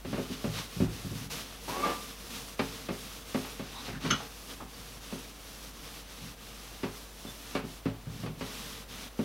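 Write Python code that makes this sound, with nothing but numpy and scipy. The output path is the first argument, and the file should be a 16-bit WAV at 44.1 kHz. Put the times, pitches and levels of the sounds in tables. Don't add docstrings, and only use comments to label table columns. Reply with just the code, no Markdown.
import sys
import numpy as np
from scipy import signal
from scipy.fft import rfft, irfft
from scipy.io import wavfile
from scipy.ndimage import uniform_filter1d

SR = 44100
rng = np.random.default_rng(int(sys.argv[2]) if len(sys.argv) > 2 else 0)


def materialize(psi):
    bounded = np.clip(np.atleast_2d(psi).T, -1, 1)
    quanta = np.round(bounded * 32767).astype(np.int16)
    wavfile.write(sys.argv[1], SR, quanta)


N = 407484

# pitch_hz, level_db (per Hz)
RUB_SPECTRUM = [(90, 5), (200, 6), (330, -1), (440, -3.5), (700, -2), (1150, -4.5), (1800, -3), (3500, 0.5),
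                (5000, -4), (6200, -5.5), (7200, -14.5), (10000, -23)]
# pitch_hz, level_db (per Hz)
FIBRE_SPECTRUM = [(5500, 4.5), (7500, -2), (9000, -2), (11200, -1.5), (13500, -4.5), (16000, -7)]
# pitch_hz, width_hz, level_db (relative to the rub)
HOLLOW_RESONANCES = [(237, 62, -9), (276, 25, 1.5), (461, 26, 9.5), (1150, 260, -0.5), (2680, 320, -18),
                     (5700, 620, -33.5)]


def cloth(flutter_db=0.61, drag_db=-11, rub_trim_db=-1.77, fibre_trim_db=1.63):
    rub_db, fibre_db = wiping()
    panel = coloured(friction(grain_db=3.5), RUB_SPECTRUM)
    hollow = sum(from_db(db) * resonate(panel, hz, width_hz) for hz, width_hz, db in HOLLOW_RESONANCES)
    rub = panel + hollow
    rub /= np.std(band(rub, 2000, 7000))
    drag = from_db(drag_db) * coloured(rng.standard_normal(N), SHUDDER_SPECTRUM)
    wood = from_db(rub_db + rub_trim_db) * (rub + drag)
    fibres = from_db(fibre_db + fibre_trim_db) * coloured(friction(grain_db=0), FIBRE_SPECTRUM)
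    flutter = from_db(flutter_db * drift(45))
    return flutter * (wood + fibres)


# start_s, rise_s, fall_s, rub_level_db, fibre_level_db
CLOTH_STROKES = [(0.04, 0.14, 0.3, -49, -55.5), (0.36, .12, 0.27, -48.5, -53.5),
                 (0.69, 0.1, 0.093, -47.5, -52.5), (0.879, 0.075, .17, -48, -53),
                 (1.06, 0.15, 0.074, -47.5, -51.5), (1.299, 0.02, 0.12, -40, -45.5),
                 (1.38, 0.079, 0.16, -49, -54.5), (1.6, 0.077, 0.062, -49.5, -51.5),
                 (1.68, 0.023, .48, -45, -48.5), (2.15, 0.23, 0.19, -48, -51),
                 (2.57, 0.1, 0.24, -46, -51.5), (2.9, 0.11, 0.24, -47.5, -51.5),
                 (3.24, 0.16, 0.21, -47, -51), (3.568, 0.19, 0.23, -48, -56), (4.0, 0.12, 0.17, -45.5, -56),
                 (4.19, 0.23, 0.25, -53, -55), (4.67, 0.25, 0.08, -51.5, -55), (5.0, 0.1, 0.24, -49.5, -54),
                 (5.32, 0.35, 0.059, -51, -54), (5.72, .24, .08, -49.5, -54), (6.04, 0.2, 0.11, -49.5, -55),
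                 (6.37, 0.16, 0.55, -51, -56), (6.89, 0.091, 0.17, -55.5, -56),
                 (7.1, 0.27, 0.081, -52, -54), (7.42, .06, .13, -49.5, -54),
                 (7.64, 0.076, .1, -52.5, -56.5), (8.09, .12, 0.06, -51, -57.5),
                 (8.378, 0.25, 0.22, -45.5, -51), (8.878, .15, 0.065, -45.5, -53),
                 (9.17, .04, .2, -51.5, -57)]
# centre_s, length_s, extra_rub_db
HAND_PRESSES = [(0.338, .05, 7.5), (0.582, 0.11, 11), (1.88, 0.095, 2.5), (2.36, 0.092, 5), (3.864, .06, 6),
                (4.045, 0.096, 6.5), (4.515, 0.071, 7.5)]
RESTING_RUB_DB, RESTING_FIBRE_DB = -58, -67


def wiping(speed_law=0.83, fibre_share=0.5):
    rub_power, fibre_power = from_db(RESTING_RUB_DB) ** 2, from_db(RESTING_FIBRE_DB) ** 2
    for start_s, rise_s, fall_s, rub_db, fibre_db in CLOTH_STROKES:
        speed = np.sin(np.pi / 2 * ramp(start_s, rise_s, 0, fall_s))
        stroke = speed ** speed_law
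        rub_power = rub_power + stroke * from_db(rub_db) ** 2
        fibre_power = fibre_power + stroke * from_db(fibre_db) ** 2
    t = np.arange(N) / SR
    pressure_db = sum(db * np.exp(-(2 * (t - s) / length_s) ** 2) for s, length_s, db in HAND_PRESSES)
    rub_db = 10 * np.log10(rub_power) + pressure_db
    fibre_db = 10 * np.log10(fibre_power) + fibre_share * pressure_db
    return rub_db, fibre_db


# start_s, length_s, pitch_hz, width_hz, level_db
CLOTH_SCRAPES = [(3.727, 0.099, 990, 300, -47.5), (3.742, 0.091, 3800, 550, -49.5),
                 (3.923, 0.07, 1570, 596, -47.5), (4.042, 0.023, 1102, 350, -40),
                 (4.737, .02, 4700, 150, -52), (7.264, .055, 3530, 70, -48)]


def scrapes():
    grains = friction(grain_db=3.0)
    out = np.zeros(N)
    for start_s, length_s, hz, width_hz, db in CLOTH_SCRAPES:
        note = resonate(resonate(grains, hz, width_hz), hz, width_hz)
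        out += from_db(db) * swell(start_s, length_s) * rms_one(note)
    return out


# pitch_hz, level_db (per Hz)
JUDDER_SPECTRUM = [(120, -19), (220, -8), (360, -1.5), (490, -3.5), (750, -7), (1200, -5.5), (1700, -10),
                   (3000, -12.5), (6000, -23)]


def squeak(waver=0.01, overtone_db=-25, slips_per_s=900, panel_db=4, panel_width_hz=22, grip_db=2.2):
    hz, squeak_gain, judder_gain = sticking()
    phase = 2 * np.pi * np.cumsum(hz * (1 + waver * drift(300))) / SR
    grip = from_db(grip_db * drift(220))
    tone = np.sin(phase) + from_db(overtone_db) * np.sin(2 * phase)
    note = rms_one(tone) * squeak_gain * grip
    slips = random_slips(slips_per_s)
    panel = sum(resonate(slips, mode_hz, panel_width_hz) for mode_hz, _, _ in PANEL_MODES)
    judder = coloured(slips + from_db(panel_db) * panel, JUDDER_SPECTRUM) * judder_gain
    return bedroom(note + judder, wet_db=-9, t60=.45)


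SQUEAK_START_S, SQUEAK_LENGTH_S, SQUEAK_EDGE_S = 1.675, 0.26, 0.0086
SQUEAK_FROM_HZ, SQUEAK_TO_HZ, SQUEAK_GLIDE_S = 830, 1201, .06
SQUEAK_DB, JUDDER_DB = -42.5, -38
BITE_AT_S, BITE_RISE_S, BITE_HOLD_S, BITE_FALL_S = 1.815, 0.019, 0.021, 0.056
BITE_SQUEAK_DB, BITE_JUDDER_DB, JUDDER_LAG_S = 14, 7.5, .018


def sticking():
    since_s = np.maximum(np.arange(N) / SR - SQUEAK_START_S, 0)
    hz = SQUEAK_TO_HZ + (SQUEAK_FROM_HZ - SQUEAK_TO_HZ) * np.exp(-since_s / SQUEAK_GLIDE_S)
    stuck = ramp(SQUEAK_START_S, SQUEAK_EDGE_S, SQUEAK_LENGTH_S - 2 * SQUEAK_EDGE_S, SQUEAK_EDGE_S)
    bite = ramp(BITE_AT_S, BITE_RISE_S, BITE_HOLD_S, BITE_FALL_S)
    late_bite = ramp(BITE_AT_S + JUDDER_LAG_S, BITE_RISE_S, BITE_HOLD_S, BITE_FALL_S)
    squeak_gain = stuck * from_db(SQUEAK_DB + BITE_SQUEAK_DB * bite)
    judder_gain = stuck * from_db(JUDDER_DB + BITE_JUDDER_DB * late_bite)
    return hz, squeak_gain, judder_gain


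# start_s, length_s, level_db
PANEL_SHUDDERS = [(0.045, 0.17, -38), (0.48, 0.062, -54), (1.035, 0.3, -43.5), (3.863, 0.14, -41),
                  (4.014, 0.16, -34.5), (4.637, 0.41, -56.5), (6.2, .13, -47.5), (8.018, 0.49, -45.5)]
# pitch_hz, level_db (per Hz)
SHUDDER_SPECTRUM = [(85, -2.5), (110, 1.5), (160, -3.5), (210, -4), (280, -6), (380, -36), (600, -39)]


def shudders(slips_per_s=220):
    slips = random_slips(slips_per_s)
    rumble = coloured(bedroom(slips, wet_db=4, t60=0.15), SHUDDER_SPECTRUM)
    return rumble * sum(from_db(db) * swell(start_s, length_s) for start_s, length_s, db in PANEL_SHUDDERS)


# start_s, strength_db, pitch_hz (of the board), treble_loss_db, early_t60_s
BUMPS = [(0.046, -35.5, 197, 19.5, .35), (0.126, -32.5, 228, 15.5, .4), (0.178, -28, 320, 32, 0.24),
         (0.296, -34.5, 245, 36, 0.21), (0.439, -27, 199, 22, 0.15), (0.474, -34, 120, 28, .22),
         (0.762, -33, 141, 35, 0.16), (0.799, -18, 196, 35, 0.4), (1.043, -31.5, 165, 35, 0.16),
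         (1.111, -33, 170, 40, 0.24), (2.591, -28.5, 220, 8, 0.17), (2.885, -32.5, 223, 13, 0.21),
         (3.343, -27, 257, 17.5, 0.2), (3.444, -43.5, 600, 8, 0.3), (3.592, -36.5, 200, 13.5, 0.28),
         (3.879, -39, 119, 10, 0.42), (4.046, -36, 180, 8, 0.7), (4.104, -30.5, 210, 28, 0.37),
         (4.2, -43, 1000, 35, 0.13), (4.601, -42, 940, 32, 0.16), (4.61, -42.5, 201, 22, .17),
         (5.122, -35.5, 243, 19.5, 0.26), (6.83, -31, 213, 14, 0.22), (7.247, -39.5, 225, 24.5, .22),
         (7.549, -31, 246, 8.5, 0.24), (7.635, -33.5, 180, 29, 0.21), (7.854, -24, 191, 25.5, 0.27),
         (8.066, -34.5, 118, 30, .26), (8.231, -33, 170, 23, 0.17), (8.26, -38, 160, 11, 0.21),
         (8.407, -36, 185, 10.5, 0.25), (9.188, -25.5, 268, 31.5, .25)]
# centre_hz, level_db (relative), tail_t60_s
BUMP_OCTAVES = [(60, 2, 0.73), (123.3, -0.5, 1), (250.4, 0, 1), (489, 1.5, 1), (1025, 0.5, 0.62),
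                (2070, 0.5, 0.2), (3500, -3.5, 0.11), (7600, -16, 0.18)]
# pitch_hz, level_db (relative), t60_s
PANEL_MODES = [(110.6, -5, 0.44), (159.1, -1, 0.27), (187.7, -5, 0.19), (215.7, -0.5, 0.166),
               (263.3, 0.5, 0.24), (367.4, -5.5, 0.25), (424.8, -5.5, 0.37), (485, -5, 0.18),
               (564.7, -4.5, 0.22), (654, -11.5, 0.19), (741, -13, 0.25), (832.5, -16, 0.27),
               (1173, -10.5, 0.13), (2220, -13, 0.18), (2670, -27, 0.19)]
BODY_HZ, CUSHION_HZ = 240, 473


def knocks(scatter_db=6, tail_db=-17, build_s=0.0039, push_db=-3, push_s=0.00329):
    out, t = np.zeros(N), np.arange(SR * 3 // 5) / SR
    push = np.exp(-np.abs(t - push_s) / .0004)
    for start_s, strength_db, pitch_hz, soft_db, early_t60 in BUMPS:
        tuning = rng.uniform(.96, 1.04)
        ring = struck(PANEL_MODES, t * tuning, spread_db=2.0)
        for k, (hz, octave_db, tail_t60) in enumerate(BUMP_OCTAVES):
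            dying = fade(t, max(early_t60, .03)) + from_db(tail_db) * fade(t, tail_t60)
            scatter = from_db(scatter_db) * rng.standard_normal(len(t)) * dying
            build = 1 - np.exp(-t / build_s * np.sqrt(hz / BODY_HZ))
            signed_push = push * (-1) ** k
            body = build * (ring + scatter)
            first, after = band([signed_push, body], hz / np.sqrt(2), hz * np.sqrt(2), order=3)
            cushion = min(1, CUSHION_HZ / hz)
            hit = from_db(push_db) * cushion * peak_one(first) + peak_one(after)
            db = strength_db + octave_db + bump_db(hz, pitch_hz, soft_db)
            add(out, start_s, from_db(db) * peak_one(hit))
    return out


BASS_LOSS_DB_PER_OCTAVE, SOFTENING_OCTAVES = 13, 2.39


def bump_db(hz, pitch_hz, soft_db):
    octaves = np.log2(hz / pitch_hz)
    bass_db = BASS_LOSS_DB_PER_OCTAVE * min(octaves, 0)
    treble_db = -soft_db * np.tanh(max(octaves, 0) / SOFTENING_OCTAVES)
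    return bass_db + treble_db


# start_s, level_db (before the room)
FITTING_CLACKS = [(4.104, -27), (4.108, -23), (4.127, -34.5)]
# pitch_hz, width_hz, level_db (relative)
FITTING_RESONANCES = [(1160, 120, -14), (1270, 300, 4.5), (2010, 490, -12), (2970, 73, 7), (3250, 280, -5),
                      (5430, 320, -7.5), (6270, 180, 9), (6300, 160, -11)]


def fitting(crack_db=-15, crack_t60=0.057, splash_db=-29):
    out, t = np.zeros(N), np.arange(SR // 4) / SR
    for start_s, clack_db in FITTING_CLACKS:
        burst = rng.standard_normal(len(t)) * fade(t, crack_t60)
        ring = sum(from_db(db) * resonate(burst, hz, width_hz) for hz, width_hz, db in FITTING_RESONANCES)
        body = band(ring + from_db(crack_db) * burst, 1060, 5230, order=4)
        splash = from_db(splash_db) * band(burst, 9600, 12000, order=1)
        add(out, start_s, from_db(clack_db) * peak_one(body + splash))
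    return bedroom(out, wet_db=-5.5, t60=0.21)


# pitch_hz, level_db (per Hz)
AIR_SPECTRUM = [(25, -5), (60, -6), (120, -11), (250, -12), (600, -13), (1500, -18.5), (5000, -30.5),
                (16000, -31)]
# pitch_hz, level_db (per Hz)
HISS_SPECTRUM = [(300, 9.5), (3500, -22), (7000, -1), (18000, 4)]
AIR_DB, HISS_DB, HUM_DB, HUM_HZ = -55, -60.5, -52.5, 50.5


def background():
    hum = from_db(HUM_DB) * rms_one(np.sin(2 * np.pi * HUM_HZ * np.arange(N) / SR))
    air = from_db(AIR_DB) * coloured(rng.standard_normal(N), AIR_SPECTRUM)
    hiss = from_db(HISS_DB) * coloured(rng.standard_normal((2, N)), HISS_SPECTRUM)
    return hum + air + hiss


def friction(grain_db):
    return rng.standard_normal(N) * from_db(grain_db * rng.standard_normal(N))


def random_slips(slips_per_s):
    return (rng.random(N) < slips_per_s / SR) * rng.choice([-1, 1], N)


def struck(modes, t, spread_db):
    hz, db, t60 = np.transpose(modes)[:, :, None]
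    strength = from_db(db + spread_db * rng.standard_normal(hz.shape)) * rng.choice([-1, 1], hz.shape)
    return np.sum(strength * np.sin(2 * np.pi * hz * t) * fade(t, t60), axis=0)


def bedroom(x, wet_db, t60):
    t = np.arange(SR // 2) / SR
    echoes = band(rng.standard_normal(len(t)), 79, 7100, order=1) * fade(t, t60) * (t > .002)
    echoes *= from_db(wet_db) / np.linalg.norm(echoes)
    reflected = signal.fftconvolve(x, echoes)[:len(x)]
    return (x + reflected) / np.sqrt(1 + from_db(wet_db) ** 2)


def resonate(x, hz, width_hz):
    r = np.exp(-np.pi * width_hz / SR)
    zeros = np.array([1, 0, -1]) * (1 - r * r) / 2
    poles = [1, -2 * r * np.cos(2 * np.pi * hz / SR), r * r]
    return signal.lfilter(zeros, poles, x)


def coloured(x, spectrum):
    hz, db = np.transpose(spectrum)
    f = np.maximum(np.fft.rfftfreq(N, 1 / SR), 1)
    skirts = 1 / np.sqrt((1 + (hz[0] / f) ** 6) * (1 + (f / hz[-1]) ** 12))
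    curve = from_db(np.interp(np.log(f), np.log(hz), db))
    return rms_one(irfft(rfft(x) * skirts * curve, N))


def band(x, low_hz, high_hz, order=2):
    sos = signal.butter(order, [low_hz, min(high_hz, SR / 2 - 1)], "band", fs=SR, output="sos")
    return signal.sosfilt(sos, x)


def drift(rate):
    knots = rng.standard_normal(int(N / SR * rate) + 2)
    return rms_one(np.interp(np.arange(N) / SR * rate, np.arange(len(knots)), knots))


def ramp(start, rise, hold, fall):
    return np.interp(np.arange(N) / SR, start + np.cumsum([0, rise, hold, fall]), [0, 1, 1, 0])


def swell(start, length):
    return np.sqrt(np.sin(np.pi * np.clip((np.arange(N) / SR - start) / length, 0, 1)))


def fade(t, t60):
    return np.exp(-np.log(1000) * t / t60)


def from_db(db):
    return 10 ** (np.asarray(db) / 20)


def rms_one(x):
    return x / np.sqrt(np.mean(x ** 2) + 1e-20)


def peak_one(x):
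    return x / np.sqrt(uniform_filter1d(x ** 2, SR // 50).max())


def add(out, s, sound):
    start = max(round(s * SR), 0)
    out[start:start + len(sound)] += sound[:max(N - start, 0)]


def scene():
    return cloth() + scrapes() + squeak() + shudders() + knocks() + fitting() + background()


def record(dry):
    cutoff_hz = 15800
    return signal.sosfilt(signal.ellip(12, .1, 80, cutoff_hz, fs=SR, output="sos"), dry)


dry = scene()
out = record(dry)
materialize(out)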